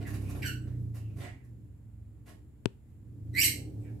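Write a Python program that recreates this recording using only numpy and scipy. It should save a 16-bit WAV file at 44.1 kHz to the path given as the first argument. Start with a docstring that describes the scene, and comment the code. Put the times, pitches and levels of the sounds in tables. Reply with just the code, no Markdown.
"""A small parrot squawks once in a hard-walled aviary, after another bird's short falling chirp.
Both are rasping whistles with overtones and breath. Feathers and feet rustle and knock (shaped noise),
and something taps the left side of the hand-held camera (ringing modes). A single-cylinder engine
outside slows to idle and revs again (multiples of its firing rate). Behind them are faint fuzzy whistles
and thin rustling hisses (narrow noise) and the steady air of the place (coloured noise)."""
import sys
import numpy as np
from scipy import signal
from scipy.fft import rfft, irfft
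from scipy.io import wavfile
from scipy.ndimage import uniform_filter1d

SR = 44100
rng = np.random.default_rng(int(sys.argv[2]) if len(sys.argv) > 2 else 0)


def dump_mix(stems):
    """Bounce the given channels to the path in sys.argv[1] as a 16-bit WAV at rate SR."""
    frames = np.atleast_2d(stems).T  # one column per channel
    limited = np.clip(frames, -1, 1)  # hard clip at full scale
    pcm = np.round(limited * 32767).astype(np.int16)
    wavfile.write(sys.argv[1], SR, pcm)


def field_ratio(decibels):
    """Amplitude ratio for a level in dB (20 dB per decade); scalars and array-likes work."""
    return 10 ** (np.asarray(decibels, dtype=float) / 20)


N = 176400  # samples in the scene
T = np.arange(N) / SR  # time in seconds


def evened(x):
    """Scales a sound to an rms of 1."""
    return x / np.sqrt(np.mean(x ** 2) + 1e-20)


def read(points, hz):
    """Reads a curve between its points, on a logarithmic frequency scale."""
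    f, value = np.transpose(points)
    return np.interp(np.log(hz + 1), np.log(f + 1), value)


def colour(x, points):
    """Makes each frequency louder or softer by a curve in dB."""
    hz = np.fft.rfftfreq(x.shape[-1], 1 / SR)
    return irfft(rfft(x) * field_ratio(read(points, hz)), x.shape[-1])


def add(mix, start_s, sound):
    """Adds a sound to the mix at its start time, cut off at the end of the mix."""
    part = mix[..., round(start_s * SR):][..., :sound.shape[-1]]
    part += sound[..., :part.shape[-1]]


def resonate(x, hz, width_hz):
    """A resonance of gain 1 that follows the curve hz."""
    turn = np.exp(2j * np.pi * np.cumsum(hz * np.ones(len(x))) / SR)
    r = np.exp(-np.pi * width_hz / SR)
    # shift the pitch down to zero, smooth, and shift it back up
    return 2 * (turn * signal.lfilter([1 - r], [1, -r], x / turn)).real


def resonate_twice(x, hz, width_hz):
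    """Two equal resonances in a row fall off more steeply; the result has an rms of 1."""
    return evened(resonate(resonate(x, hz, width_hz), hz, width_hz))


def slow(count, size):
    """Random wandering with an rms of 1: noise averaged twice over size steps."""
    return evened(uniform_filter1d(uniform_filter1d(rng.standard_normal(count), size), size))


# how throat and beak colour a call: f/Hz, level/dB
THROAT_AND_BEAK = [(700, -49), (1250, -49.5), (1500, -6.5), (2500, -4), (3100, -5.5), (3600, -14),
                   (3950, -3.5), (4400, -5), (5800, -3), (6500, -11.5), (7200, 0.5), (8200, 8), (9900, -11),
                   (12000, 10.5), (13700, -5.5), (14200, -38), (15600, -26)]


def call(rows, veil_db):
    """A jittery, rasping whistle with overtones that change with effort, plus breath, through the beak."""
    count = 8000
    breath_db = -6.5
    veil_hz = 6600  # above this a bird that faces away sounds duller
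    rasp_hz, rasp_depth = 115, 0.6  # middle rate and depth of an irregular flutter in the throat
    s, hz, db, bright, rough = np.transpose(rows)
    t = T[:count] + s[0]
    k = np.arange(1, 12)[:, None]  # harmonic numbers
    hz = np.interp(t, s, hz)
    bright = np.interp(t, s, bright)

    parts = field_ratio(bright * (k - 1) + veil_db * (k * hz > veil_hz)) * (k * hz < 16000)
    jitter = 1 + np.interp(t, s, rough) * slow(count, size=24)
    turns = np.cumsum(hz * jitter) / SR
    tone = (parts * np.cos(2 * np.pi * k * turns)).sum(0)
    # even out the loudness that the beak will give the tone
    tone = tone / np.sqrt(((parts * field_ratio(read(THROAT_AND_BEAK, k * hz))) ** 2).sum(0) / 2)

    rasp_turns = np.cumsum(rasp_hz * field_ratio(4.4 * slow(count, size=200))) / SR
    rasp = 1 + rasp_depth * np.sin(2 * np.pi * rasp_turns)
    breath = field_ratio(breath_db + 0.5 * bright) * rng.standard_normal(count)
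    onset = np.clip(T[:count] / 0.008, 0, 1) ** 2
    level = field_ratio(np.interp(t, s, db, right=-140)) * onset
    return s[0], colour(level * rasp * (tone + breath), THROAT_AND_BEAK)


# the parrot's squawk: t/s, f/Hz, level/dB, brightness/dB per harmonic, pitch jitter/share
SQUAWK_CURVE = [(3.325, 1960, -77, 1.5, .04), (3.352, 2000, -40, -13.5, 0.055),
                (3.372, 2106, -28, -15, 0.052), (3.388, 2243, -24.5, -9, .07), (3.4, 2541, -27.5, 0, 0.084),
                (3.415, 2850, -24, -5, 0.097), (3.433, 2892, -25, -2.5, 0.086),
                (3.443, 2244, -25.5, 0, 0.069), (3.468, 2105, -30, -1.5, 0.036),
                (3.49, 2112, -66, -1.5, .04)]


def squawk():
    """The parrot's pitch climbs and drops again in one quick squawk; gives start and sound."""
    return call(SQUAWK_CURVE, veil_db=-4.8)


# the other bird's chirp: t/s, f/Hz, level/dB, brightness/dB per harmonic, pitch jitter/share
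CHIRP_CURVE = [(.412, 2627, -57, -6, 0.14), (.428, 2270, -38, -13.5, 0.17),
               (.443, 1580, -40.5, -12.5, 0.097), (.46, 1490, -37.5, -4, 0.021),
               (.478, 1471, -41.5, -2.5, .03), (.495, 1366, -45.5, -19, 0.015), (.52, 1364, -61, -5, 0.042)]


def chirp():
    """The other bird's pitch falls through one short chirp; gives start and sound."""
    return call(CHIRP_CURVE, veil_db=-3)


# rustles of feathers and feet: t/s, length/s, level/dB, brightness/0-1
RUSTLE_EVENTS = [(0, 0.044, -52, .1), (0.06, 0.072, -51.5, 0.7), (0.128, 0.043, -47, 0.6),
                 (0.199, 0.18, -60, 0.77), (0.286, 0.037, -51, 0.83), (0.343, 0.15, -58.5, .5),
                 (0.937, 0.057, -56, 0.75), (1.158, 0.095, -57, 0.66), (1.196, 0.098, -50, 0.1),
                 (1.436, 0.027, -70, 1.), (2.254, 0.073, -57.5, 0.51), (2.871, 0.056, -82.5, 0.9),
                 (3.784, 0.061, -76, 0.83)]
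# the two colours of a rustle: f/Hz, level/dB per Hz
DULL_RUSTLE = [(180, -35.5), (300, -7), (484, -16), (720, -5.5), (1180, -19), (2040, -11.5), (2560, -16.5),
               (2830, -15.5), (6360, -33), (7880, -29.5), (15500, -50)]
BRIGHT_RUSTLE = [(240, -31.5), (400, -1.5), (738, -14.5), (1150, -8.5), (1490, -17.5), (1660, -14),
                 (1910, -16.5), (2590, -15), (3410, -30.5), (3910, -20), (8930, -18), (11600, -14.5),
                 (15500, -26.5)]


def rustles():
    """Grainy bursts of noise, blended from a dull and a bright colour."""
    out, t = np.zeros(N), T[:6000]
    for s, length, db, bright in RUSTLE_EVENTS:
        grains = rng.standard_normal(6000) * field_ratio(3 * slow(6000, size=60))
        bright = np.clip(bright, 0, 1)
        dull_part = (1 - bright) * evened(colour(grains, DULL_RUSTLE))
        bright_part = bright * evened(colour(grains, BRIGHT_RUSTLE))
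        rise = np.clip(t / 0.014, 0, 1)
        fall = np.clip((length - t) / (0.37 * length), 0, 1)
        add(out, s, field_ratio(db) * (dull_part + bright_part) * rise * fall)
    return out


# soft knocks of feet on wood: t/s, level/dB, f/Hz
KNOCK_EVENTS = [(.345, -43.5, 680), (.455, -41, 190), (0.67, -50.5, 454), (.07, -51.5, 400),
                (1.1, -54, 230), (5.1, -61, 330), (1.18, -47.5, 420), (1.3, -48, 45), (1.2, -60.5, 340),
                (3.42, -49.5, 249.6)]


def knocks():
    """Dull thuds: a puff of noise in one broad resonance of the wood."""
    t60_s = 0.1  # time to die away by 60 dB
    out, t = np.zeros(N), T[:6000]
    for s, db, hz in KNOCK_EVENTS:
        puff = evened(resonate(rng.standard_normal(6000), hz, 0.32 * hz))
        add(out, s, field_ratio(db - 60 * t / t60_s) * np.clip(t / 0.008, 0, 1) * puff)
    return out


# ringing modes of the tapped shell: f/Hz, level/dB, time to die away by 60 dB/s
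SHELL_MODES = [(110.67, -16.5, 0.058), (239.7, -18, .03), (320.3, -16, 0.022), (384, -22, 0.042),
               (890, -31, 0.022), (1450, -25.5, 0.0084), (2593, -15.5, 0.0038), (5600, -35.5, 0.0029),
               (8005, -20.5, 0.0038), (12000, -30, .004)]


def tap():
    """One sharp tap with a brief contact: the shell's modes all start at their peak."""
    start_s, right_db, room_db = 2.6575, -26.5, -29.5
    recoil_hz = 150  # below this the whole body recoils, against the swing of the shell
    t, ring = T[:5000], np.zeros(5000)
    for hz, db, t60_s in SHELL_MODES:
        ring += np.sign(hz - recoil_hz) * field_ratio(db - 60 * t / t60_s) * np.cos(2 * np.pi * hz * t)
    contact = np.hanning(7) / np.hanning(7).sum()
    out = np.zeros(N)
    add(out, start_s, np.convolve(contact, ring))
    return out * field_ratio(np.array([[0], [right_db]])) + field_ratio(room_db) * room(out)


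# course of the engine: t/s, firings/per s, level/dB, brightness/dB per octave above the knee
ENGINE_COURSE = [(0, 34.4, -36, 2), (0.202, 34.5, -31.5, -3), (0.402, 31.5, -34, 0),
                 (0.601, 30.3, -35.5, -4), (.8, 30.2, -34, -5), (1.001, 28.1, -40, -5),
                 (1.2, 25.1, -36, -4), (1.399, 25.5, -50, -4), (1.601, 21.6, -47, -3),
                 (1.801, 22.7, -50.5, -6), (1.999, 21.3, -48, -8), (2.4, 22.2, -55, 0.5),
                 (2.801, 20, -59.5, -4), (3.05, 21.4, -49.5, -2), (3.25, 27.4, -40, -4.5),
                 (3.4, 30.7, -37, 0), (3.6, 31.7, -41, 2.5), (3.801, 36.4, -38, -0.5), (4, 37.3, -42, 2.5)]
# how the exhaust colours the engine: f/Hz, level/dB
EXHAUST_COLOUR = [(15, -60), (40, -31), (55, -23.5), (65, -4.5), (72, -13), (85, -6), (100, -4.5),
                  (120, 1.5), (133, -14.5), (150, -16), (190, -16.5), (250, -19.5), (300, -10.5),
                  (350, -23.5), (420, -23.5), (550, -34.5), (900, -44.5), (1400, -52.5)]


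def engine():
    """Multiples of the firing rate through the exhaust, each wobbling, over a rumble that follows them."""
    knee_hz = 114  # brightness acts above this
    rumble_db, wobble_db, uneven_rad = -10, 2, 0.016
    s, *rest = np.transpose(ENGINE_COURSE)
    rate, db, bright = (np.interp(T[::20], s, v) for v in rest)  # every 20th sample is enough
    turns, out = np.cumsum(rate) * 20 / SR, np.zeros((2, len(rate)))
    for k in range(1, 26):
        lift_db = bright * np.clip(np.log2(k * rate / knee_hz), 0, 2)
        for ear in out:
            wobble = wobble_db * slow(len(rate), size=120)
            level = field_ratio(read(EXHAUST_COLOUR, k * rate) + lift_db + wobble)
            # uneven firing blurs the higher multiples more
            unevenness = uneven_rad * k ** 2 * slow(len(rate), size=150)
            ear += level * np.cos(2 * np.pi * (k * turns + rng.random()) + unevenness)
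    out = signal.resample_poly(field_ratio(db) * out, 20, 1, axis=1)[:, :N]
    rumble = evened(colour(rng.standard_normal((2, N)), EXHAUST_COLOUR))
    rumble = field_ratio(rumble_db + np.interp(T, T[::20], db + bright)) * rumble
    return spread(*(out + rumble))


# faint fuzzy whistles and thin rustling hisses: t/s, length/s, first f/Hz, last f/Hz, level/dB
FAINT_EVENTS = [(0.05, 0.036, 2070, 1680, -48.5), (0.23, 0.13, 2530, 2420, -62.5),
                (0.981, 0.17, 3040, 2250, -73.5), (.6, 0.18, 1300, 2000, -74),
                (0.55, 0.17, 1500, 1560, -76), (1.33, .15, 2200, 1800, -75.5),
                (1.22, 0.096, 1920, 2020, -57.5), (1.22, 0.033, 7870, 7800, -64),
                (0.348, 0.044, 12000, 10800, -61.5), (3.817, 0.081, 2357, 2300, -69.5),
                (3.84, 0.0691, 1840, 1550, -69.5), (0.59, 0.049, 8000, 7900, -71.5),
                (.79, .06, 11300, 11200, -82), (3.794, .06, 8300, 7400, -77.5)]


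def faint_whistles_and_hisses():
    """Short and fuzzy: noise through a narrow resonance that glides."""
    out = np.zeros(N)
    for s, length, first_hz, last_hz, db in FAINT_EVENTS:
        u = np.linspace(0, 1, round(length * SR))
        hz = first_hz + (last_hz - first_hz) * u
        fuzzy = resonate_twice(rng.standard_normal(len(u)), hz, 550)
        add(out, s, field_ratio(db) * np.sin(np.pi * u) ** 0.5 * fuzzy)
    return out


# colour of the low wash: f/Hz, level/dB per Hz
WASH_COLOUR = [(26, -32.5), (45, -11.5), (75, -4.5), (117, -5.5), (190, -19), (226, -11.5), (311, -26.5),
               (532, -34), (1280, -45), (1990, -45.5), (3170, -52), (5840, -59), (9300, -51.5),
               (15500, -55)]
# booming of the room: f/Hz, width/Hz, level/dB
BOOMS = [(63.13, 12, -61), (123, 2.3, -70.5)]
# thin steady hiss: f/Hz, width/Hz, level/dB
HISS = (7250, 600, -89)


def floor():
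    """Steady air of the place: a low wash of noise, booming resonances and a faint hiss."""
    wash_db = -55.5
    x = field_ratio(wash_db) * evened(colour(rng.standard_normal((2, N)), WASH_COLOUR))
    for hz, width_hz, db in BOOMS + [HISS]:
        noise = rng.standard_normal((2, N))
        x = x + field_ratio(db) * np.array([resonate_twice(v, hz, width_hz) for v in noise])
    return spread(*x)


# reverberation of the aviary: f/Hz, time to die away by 60 dB/s
ROOM_DECAY = [(300, .4), (1500, 0.31), (4000, 0.31), (8000, 0.31), (14000, 0.23)]


def room(x):
    """Hard walls return a dense tail of echoes, each band dying at its own speed."""
    taps = np.zeros((2, SR // 2))
    grid = np.arange(60, SR // 2 - 8, 8)
    at = grid + rng.integers(0, 8, (2, len(grid)))  # one echo at random in every 8 samples
    np.put_along_axis(taps, at, rng.choice([-1., 1.], at.shape), 1)
    hz, t, z = signal.stft(taps, SR, nperseg=128)
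    decay = field_ratio(-60 * t / read(ROOM_DECAY, hz)[:, None])
    tail = signal.istft(z * decay, SR, nperseg=128)[1]
    return signal.fftconvolve(x[None], tail / np.linalg.norm(tail[0]), axes=1)[:, :N]


# likeness of left and right: f/Hz, likeness/-1 to 1
LIKENESS = [(60, 0.77), (130, 0.95), (290, 0.83), (640, 0.25), (1410, 0.43), (3100, -0.04), (6820, 0.11),
            (15000, -0.087)]
# left minus right: f/Hz, level/dB
LEFT_MINUS_RIGHT = [(60, -0.5), (110, -1), (200, -3), (380, 1), (700, 4), (1290, 1.5), (2380, 2), (4400, 1),
                    (8120, -3.5), (15000, -5)]


def spread(a, b):
    """Two microphones: mostly alike in the bass, nearly unrelated in the treble."""
    hz = np.fft.rfftfreq(N, 1 / SR)
    same = np.clip(read(LIKENESS, hz), -1, 1)
    side = field_ratio(read(LEFT_MINUS_RIGHT, hz) / 2)  # half for each ear
    left, other = rfft(a), rfft(b)
    right = same * left + np.sqrt(1 - same ** 2) * other
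    return irfft([left * side, right / side], N)


def scene():
    """Birds and cages, direct and echoed and louder on the right, with tap, engine and air."""
    dry_db, side_db = -4.5, -2  # side: left gets this, right the opposite
    aviary = rustles() + knocks() + faint_whistles_and_hisses()
    add(aviary, *squawk())
    add(aviary, *chirp())
    aviary = field_ratio(dry_db) * aviary + room(aviary)
    aviary = aviary * field_ratio(np.array([[side_db], [-side_db]]))
    return aviary + tap() + engine() + floor()


def top_cut(x):
    """Nothing passes above the cut-off."""
    return signal.sosfilt(signal.butter(12, 15690, fs=SR, output="sos"), x)


def record(dry):
    """The camera's band limit: a low-pass filter at 15750 Hz."""
    low_pass = signal.firwin(255, 15750, fs=SR)
    mix = signal.oaconvolve(dry, low_pass[None], "same")
    return top_cut(mix)


dry = scene()
out = record(dry)
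dump_mix(out)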